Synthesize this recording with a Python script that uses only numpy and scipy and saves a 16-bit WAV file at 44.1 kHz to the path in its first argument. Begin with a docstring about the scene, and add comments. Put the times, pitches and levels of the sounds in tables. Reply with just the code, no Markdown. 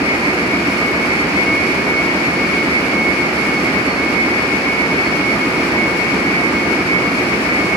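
"""A large weaving hall, full of air-jet looms running at about seven and a half picks a second.
The nearest loom thumps in a steady beat as its reed rocks the frame and its covers ring; the others
merge into a reverberant clatter under the hiss of their weft jets. The motor drives whine at almost
one pitch: they beat, and swell now at one ear, now at the other, as we move along the aisle."""
import sys
import numpy as np
from scipy import signal
from scipy.fft import rfft, irfft
from scipy.io import wavfile
from scipy.ndimage import uniform_filter1d

SR = 44100
rng = np.random.default_rng(int(sys.argv[2]) if len(sys.argv) > 2 else 0)


def materialize(psi):
    """Save the field psi as 16-bit PCM at rate SR to the path in sys.argv[1].

    A 1-D psi becomes a single channel; in a 2-D psi each row is a channel.
    """
    bounded = np.clip(np.atleast_2d(psi).T, -1, 1)
    quanta = np.round(bounded * 32767).astype(np.int16)
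    wavfile.write(sys.argv[1], SR, quanta)


N = 342216

# Speeds of the two near looms in picks per second, the nearest first.
NEAR_PICK_RATES = [7.517, 7.013]
# Stereo width of the hall, rippled by the microphone spacing.
# Each row: frequency in Hz, left-right likeness (1 is mono, below 0 out of phase).
EAR_LIKENESS = [(60, 0.95), (160, 1), (270, 0.96), (450, 0.87), (600, 0.75), (880, 0.56), (1100, 0.47),
                (1370, 0.16), (1600, -0.28), (1800, -0.53), (2100, -0.013), (2420, 0.066), (2720, -0.093),
                (3100, -0.21), (3550, -0.29), (4350, 0.46), (4950, -0.29), (5500, 0.014), (15000, -0.14)]
# Lean of the stereo image. Each row: frequency in Hz, left over right in dB.
EAR_BALANCE = [(100, -2.1), (450, -1), (750, -2.5), (1200, -2.5), (2000, -1), (2450, 4.5), (3150, -5),
               (3900, 0.7), (4900, 0), (5500, 4), (6900, -2.5), (8300, 4), (9200, 12), (10200, 2.5),
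               (12500, 2.5), (14000, 6)]
EARS = np.array([[1], [-1]])   # left, right
FIRST_BEAT_S = 0.004
HANDOVER_HZ = 2050   # the clatter lies below, the jets above


def from_db(db):
    """Turn decibels into gain."""
    return 10 ** (np.asarray(db) / 20)


def unit_power(x):
    """Scale a signal to a mean power of 1."""
    return x / np.sqrt(np.mean(x ** 2) + 1e-20)


def fader(points):
    """A level ride: straight lines between points in time."""
    return np.interp(np.arange(N) / SR, *np.transpose(points))


def at_hz(points, hz):
    """Read a curve on a log-frequency axis."""
    known_hz, values = np.transpose(points)
    return np.interp(np.log(hz + 1), np.log(known_hz), values)


def drift(rate_hz):
    """A random wobble of unit power, mostly slower than rate_hz."""
    hz = np.fft.rfftfreq(N, 1 / SR)
    return unit_power(irfft(rfft(rng.standard_normal(N)) / (1 + (hz / rate_hz) ** 2), N))


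def resonate(x, hz, width_hz):
    """One resonance with a gain of 1 at its peak."""
    r = np.exp(-np.pi * width_hz / SR)
    feedback = [1, -2 * r * np.cos(2 * np.pi * hz / SR), r * r]
    return signal.lfilter(np.array([1, 0, -1]) * (1 - r * r) / 2, feedback, x + 1e-18)


def steep_resonance(x, hz, width_hz):
    """Two resonances in series, each twice the nominal width, for steeper skirts."""
    return resonate(resonate(x, hz, 2 * width_hz), hz, 2 * width_hz)


def diffuse(pair, spectrum, crossover):
    """Colour two unrelated signals and spread them like the hall: narrow bass, wide treble."""
    hz = np.fft.rfftfreq(N, 1 / SR)
    mid, side = rfft(unit_power(pair)) * from_db(at_hz(spectrum, hz)) * np.sqrt(SR / 2) * crossover(hz)
    alike = at_hz(EAR_LIKENESS, hz)
    stereo = np.sqrt((1 + alike) / 2) * mid + EARS * np.sqrt((1 - alike) / 2) * side
    lean = from_db(EARS * at_hz(EAR_BALANCE, hz) / 2)
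    lean = lean / np.sqrt(np.mean(lean ** 2, axis=0))
    return irfft(lean * stereo, N)


def swell_shape(start_s, length_s, skirt_s=0.011, sharpness=0.68):
    """One lobe of a beat: a round top between steep flanks that reach skirt_s past each end."""
    from_top = (np.arange(N) / SR - (start_s + length_s / 2)) / (length_s / 2 + skirt_s)
    inside = np.abs(from_top) < 1
    shape = np.zeros(N)
    shape[inside] = np.cos(np.pi / 2 * from_top[inside]) ** sharpness
    return shape


def low_end_ride(x, depth=0.83, corner_hz=500):
    """The low end rises and falls slightly and irregularly over time."""
    # Each row: time in seconds, level in dB before it is centred and scaled by depth.
    low_end_levels = [(0, -3.5), (.35, -4), (.55, -1.5), (.75, -4.5), (1.7, -3), (2.6, -3.5), (4.3, -3.5),
                      (5.1, -3.5), (5.65, -2), (6, -4.5), (6.2, -1), (6.5, -2), (7.76, -3.5)]
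    ride_db = fader(low_end_levels)
    low = signal.sosfiltfilt(signal.butter(2, corner_hz, fs=SR, output="sos"), x)
    return x + low * (from_db(depth * (ride_db - ride_db.mean())) - 1)


def weft_jets(pick_db=0.2, cycle_db=0.16, flutter_db=0.5, treble_wobble_db=1.45, treble_hz=7000):
    """Air rushes from all the nozzles, pulsing faintly once a pick, harder on every other one."""
    # Colour of the rushing air. Each row: frequency in Hz, level in dB per Hz.
    air_spectrum = [(2050, -54.5), (2300, -50.5), (2440, -50), (2600, -57.5), (2750, -58), (3100, -64),
                    (3650, -69), (4000, -69), (4400, -66), (4750, -66.5), (4870, -64.5), (5100, -66.5),
                    (5450, -68.5), (5700, -72), (6200, -74.5), (6850, -76), (7200, -77), (8200, -81),
                    (9200, -79), (10000, -81.5), (10800, -80.5), (12500, -87), (14500, -102)]
    pick_phase = 2 * np.pi * NEAR_PICK_RATES[0] * np.arange(N) / SR
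    puffs_db = pick_db * np.cos(pick_phase) + cycle_db * np.cos(pick_phase / 2) + flutter_db * drift(5.2)
    rush = rng.standard_normal((2, N)) * from_db(puffs_db)
    # a fast random level wobble on the treble above 7 kHz
    treble = signal.sosfiltfilt(signal.butter(2, treble_hz, "high", fs=SR, output="sos"), rush)
    rush = rush + treble * (from_db(treble_wobble_db * drift(30)) - 1)
    return diffuse(rush, air_spectrum, lambda hz: np.sqrt(1 - 1 / (1 + (hz / HANDOVER_HZ) ** 40)))


def far_drives(wander_hz=0.8):
    """Distant motor tones wander a little and beat against each other."""
    # Each row: pitch of a drive in Hz, level in dB against the loudest.
    motor_tones = [(2178.6, -20), (2195.4, -15), (2201.6, -4), (2203.7, 0), (2205.6, -4), (2210.0, -3)]
    out = 0
    for hz, db in motor_tones:
        cycles = np.cumsum(hz + wander_hz * drift(1.43)) / SR + rng.random()
        out = out + from_db(db) * np.sin(2 * np.pi * cycles)
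    return out


def drive_overtones(drive_hz=2205.6, steady_db=-46, glint_db=1.0):
    """The drives' upper partials smear into narrow bands that glint at each ear and sometimes flare."""
    # Each row: multiple of the drive pitch, nominal width in Hz, relative level in dB.
    partials = [(2, 7, 0.9), (3, 20, -15), (4, 25, -17.5)]
    # Brief flares on top of the steady level. Each row: start in seconds, length in seconds, gain in dB.
    flare_cues = [(1.96, .035, -47), (3.88, 0.053, -37), (5.043, 0.054, -42)]
    flares = sum(from_db(db) * swell_shape(start_s, length_s) for start_s, length_s, db in flare_cues)
    bands = 0
    for multiple, width_hz, db in partials:
        band = steep_resonance(rng.standard_normal((2, N + SR)), multiple * drive_hz, width_hz)[:, SR:]
        envelope = np.sqrt(uniform_filter1d(band ** 2, int(.03 * SR), axis=-1) + 1e-6)
        bands = bands + from_db(db) * band / envelope   # levelled: only the fastest beats remain
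    glint = from_db(glint_db * np.array([drift(8), drift(8.6)]))
    return bands * (from_db(steady_db) + flares) * glint


def drive_whine(pitch_hz=2203.3, wander_hz=1.18, rest_db=-31.5, lift_db=0.2, flutter_db=1.5, far_db=-41):
    """The near drives sing on and swell where they fall in step; the far ones beat underneath."""
    # Each row: start in seconds, length in seconds, level in dB before lift_db,
    # left over right in dB, phase lead of the left ear in degrees.
    swell_cues = [(0.038, 0.14, -19.5, 0, -150), (0.227, 0.12, -18.5, -4, -170),
                  (0.368, 0.14, -24, -6, 180), (0.498, 0.082, -20.5, 3, 80), (0.653, 0.041, -23, 5, -180),
                  (0.689, 0.06, -24.5, 2, -20), (0.772, 0.09, -21.5, -13, 180), (0.814, 0.11, -20.5, 5, 90),
                  (0.89, 0.15, -23, 6, -140), (1.007, 0.056, -22, -6, 100), (1.07, 0.13, -21, -3, -160),
                  (1.18, 0.065, -19, 0, -180), (1.283, 0.04, -26, -15, 80), (1.352, 0.092, -17.5, 7, -140),
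                  (1.462, 0.14, -17.5, 1, 10), (1.577, 0.095, -18.5, -16, 110),
                  (1.679, 0.061, -19, -20, -180), (1.755, 0.089, -21.5, 0, -42),
                  (1.865, 0.07, -20.5, -1, 110), (1.932, 0.1, -18.5, -2, 60), (2.032, 0.11, -19.5, 5, 110),
                  (2.154, 0.066, -23, 8, 120), (2.214, 0.11, -20.0, -2, -150),
                  (2.323, 0.027, -21.5, 1, -40), (2.357, 0.12, -20.5, 6, -10),
                  (2.443, 0.125, -20.5, 21, 180), (2.5, 0.15, -20.5, -2.5, 20),
                  (2.648, 0.068, -23.0, 5, 170), (2.72, 0.075, -17.5, -7.5, 180),
                  (2.835, 0.14, -23.5, -11, -120), (2.933, 0.15, -19, 1, 10),
                  (3.038, 0.106, -19, -18, -100), (3.153, 0.11, -20.5, 9, -40),
                  (3.234, 0.074, -21.0, -6, -140), (3.354, 0.11, -19, -9, -80), (3.455, 0.047, -18, 14, 80),
                  (3.494, 0.11, -21.5, -3, -30), (3.646, 0.07, -21, -10, -140),
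                  (3.742, 0.067, -17.5, 11, 130), (3.855, 0.058, -20, -11.5, -180),
                  (3.968, 0.092, -22, -12, 20), (4.053, 0.058, -21.0, 6, -40),
                  (4.122, 0.13, -17.5, -20, -180), (4.202, 0.09, -19, 6, -110),
                  (4.266, 0.13, -20.5, 6, 158), (4.388, 0.084, -20.5, 10, -120),
                  (4.489, 0.11, -20, 10, -110), (4.59, 0.12, -25.0, 6, 180), (4.658, 0.13, -19.5, -5, 60),
                  (4.772, 0.103, -16.5, -2, 155), (4.903, 0.035, -21.0, -1, 20),
                  (4.957, 0.096, -19.0, 7, -170), (5.054, 0.056, -22, -6, -30), (5.104, 0.087, -21, 4, 140),
                  (5.168, 0.12, -23.5, -11, -80), (5.24, 0.13, -19, -9, 130), (5.408, 0.061, -21, 3, 20),
                  (5.486, 0.093, -25, 3, 60), (5.555, 0.071, -24, 2, -80), (5.71, 0.075, -20.5, 18, 180),
                  (5.75, 0.11, -17.5, -8, 104), (5.834, 0.13, -20, 11, -50), (5.955, 0.14, -20.5, 18, 90),
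                  (6.045, 0.13, -23, -1, 140), (6.18, 0.068, -24.5, 18, 50), (6.252, 0.078, -21.0, -3, 60),
                  (6.333, 0.097, -19.0, -2, 136), (6.425, 0.073, -18, -8, -180), (6.543, 0.06, -19, 3, 10),
                  (6.6, 0.07, -23.5, 0, 50), (6.66, 0.118, -21.0, 18, -110), (6.775, 0.053, -22, 2, -44),
                  (6.865, 0.031, -22.5, 17, 180), (6.874, 0.12, -16.5, -5, 130), (6.978, 0.14, -22, 6, 80),
                  (7.12, 0.022, -29, 17, -180), (7.171, 0.14, -25.0, 0, 110), (7.3, 0.058, -19, 17, 180),
                  (7.438, 0.064, -23, 22, -130), (7.493, 0.097, -20, -5, -180),
                  (7.541, 0.13, -21.5, 12, -70), (7.658, 0.14, -21.5, -9, -80)]
    beats = np.array([drift(7) + 1j * drift(7) for ear in EARS])   # restless bed between the swells
    phasor = from_db(rest_db) * beats / np.sqrt(1 + np.abs(beats) ** 2 / 2)
    power = np.abs(phasor) ** 2
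    # swells add in power and hand their phase on to the next
    for start_s, length_s, db, pan_db, lead_deg in swell_cues:
        lobe = swell_shape(start_s, length_s)
        at = np.flatnonzero(lobe)
        swell = lobe[at] * from_db(db + lift_db) * unit_power(from_db(EARS * pan_db / 2))
        power[:, at] += swell ** 2
        phasor[:, at] += swell * np.exp(1j * EARS * np.radians(lead_deg) / 2)
    gain = uniform_filter1d(np.sqrt(power) * np.exp(1j * np.angle(phasor)), int(.016 * SR), axis=1)
    tone = np.sqrt(2) * np.exp(2j * np.pi * np.cumsum(pitch_hz + wander_hz * drift(4.1)) / SR)
    flutter = from_db(flutter_db * np.array([drift(16) for ear in EARS]))
    far = unit_power(np.array([far_drives() for ear in EARS]))
    return np.real(gain * flutter * tone) + from_db(far_db) * far


def blows(rate_hz, first_s, jitter_s, uneven_db=0.0):
    """Evenly timed impacts with a little play, and one second of pre-roll."""
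    times_s = first_s + np.arange(-int(rate_hz) - 2, int(rate_hz * N / SR) + 1) / rate_hz + 1
    timing, force = rng.standard_normal((len(times_s), 2)).T
    at = np.round((times_s + jitter_s * timing) * SR).astype(int)
    inside = (at >= 0) & (at < N + SR)
    train = np.zeros(N + SR)
    train[at[inside]] = from_db(uneven_db * force[inside])
    return train


def loom(pick_rate, first_s, direct, weave_picks=6, rattle_s=0.0048, hall_t60_s=2.94, heald_gain=0.88):
    """Each beat-up rattles the loom and fills the hall; each pick of the weave lifts its own healds."""
    t = np.arange(SR) / SR
    decay = from_db(-60 * t / hall_t60_s) + direct * np.exp(-t / rattle_s)
    reed = rng.standard_normal((2, SR))
    out = 0
    for pick in range(weave_picks):
        knock = decay * (reed + heald_gain * rng.standard_normal((2, SR)))
        train = blows(pick_rate / weave_picks, first_s + pick / pick_rate, jitter_s=0.00016)
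        out = out + signal.fftconvolve(train[None], knock, axes=1)[:, SR:SR + N]
    return unit_power(out)


def loom_clatter(far_looms=5, far_db=-7.0, wash_db=-4.3):
    """Two near looms knock over far ones at speeds of their own and the noise wash of the farthest."""
    # Mix levels of the two near looms in dB, the nearest first.
    near_levels = [-4.3, -12.0]
    # Speed range of the far looms: slowest and fastest, in picks per second.
    far_rate_range = (6.6, 8.4)
    # Colour of the reeds and heald frames. Each row: frequency in Hz, level in dB per Hz.
    clatter_spectrum = [(20, -73), (35, -78), (50, -60.5), (100, -58.5), (140, -51), (200, -47), (280, -44),
                        (350, -44.5), (430, -49.5), (600, -52.5), (1080, -54.5), (1450, -54), (1900, -52),
                        (2050, -51.5)]
    near = far = 0
    for k, (rate, db) in enumerate(zip(NEAR_PICK_RATES, near_levels)):
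        first_s = FIRST_BEAT_S + k / rate / 2   # the second loom comes in on its off-beat
        near = near + from_db(db) * loom(rate, first_s, direct=0.48)
    for rate in rng.uniform(*far_rate_range, far_looms):
        far = far + loom(rate, rng.random() / rate, direct=1.0, weave_picks=2)
    hall = near + from_db(far_db) * unit_power(far) + from_db(wash_db) * rng.standard_normal((2, N))
    return diffuse(hall, clatter_spectrum, lambda hz: 1 / np.sqrt(1 + (hz / HANDOVER_HZ) ** 40))


def ringing_covers():
    """Covers and beams of the nearest loom ring under its blows; the higher ones sound wider."""
    # Each row: pitch of a resonance in Hz, width in Hz, level in dB before the rise and fall.
    cover_modes = [(267.6, 14, -37.5), (343, 47, -34.5), (483, 27, -39.5), (613, 45, -41),
                   (1192, 47, -33.5)]
    # Slow, irregular rise and fall in the ringing's level. 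Each row: time in seconds, gain in dB.
    rise_and_fall = [(0, -5), (.75, 0.5), (2, -5), (2.8, -2.5), (3.8, -0.5), (4.6, -5.5), (5.6, 0.5),
                     (6.2, -4), (7, -1.5), (7.6, 1)]
    mid, side = loom(NEAR_PICK_RATES[0], FIRST_BEAT_S, direct=0.3)
    out = 0
    for hz, width_hz, db in cover_modes:
        alike = at_hz(EAR_LIKENESS, hz)
        shaking = np.sqrt(1 + alike) * mid + EARS * np.sqrt(1 - alike) * side
        gain = from_db(db + EARS * at_hz(EAR_BALANCE, hz) / 2)
        out = out + gain * unit_power(resonate(shaking, hz, width_hz))
    return out * from_db(fader(rise_and_fall))


def frame_thump(lean_db=-0.5):
    """The reed of the nearest loom rocks its frame once a pick, a touch right of centre."""
    # Each row: pitch of the rocking frame in Hz, nominal width in Hz, level in dB.
    frame_modes = [(75.0, 6.0, -40.6)]
    train = blows(NEAR_PICK_RATES[0], FIRST_BEAT_S, jitter_s=0.00017, uneven_db=0.5)
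    rocking = sum(from_db(db) * unit_power(steep_resonance(train, hz, width_hz)[SR:])
                  for hz, width_hz, db in frame_modes)
    return rocking * from_db(EARS * lean_db)


def scene():
    """Looms, jets and drives all run together in the hall."""
    looms = low_end_ride(loom_clatter() + ringing_covers()) + frame_thump()
    return looms + weft_jets() + drive_whine() + drive_overtones()


def record(dry):
    """A steep low-pass takes off the very top, 40 dB down at 15.6 kHz."""
    return signal.sosfilt(signal.cheby2(16, 40, 15600, fs=SR, output="sos"), dry)


dry = scene()
out = record(dry)
materialize(out)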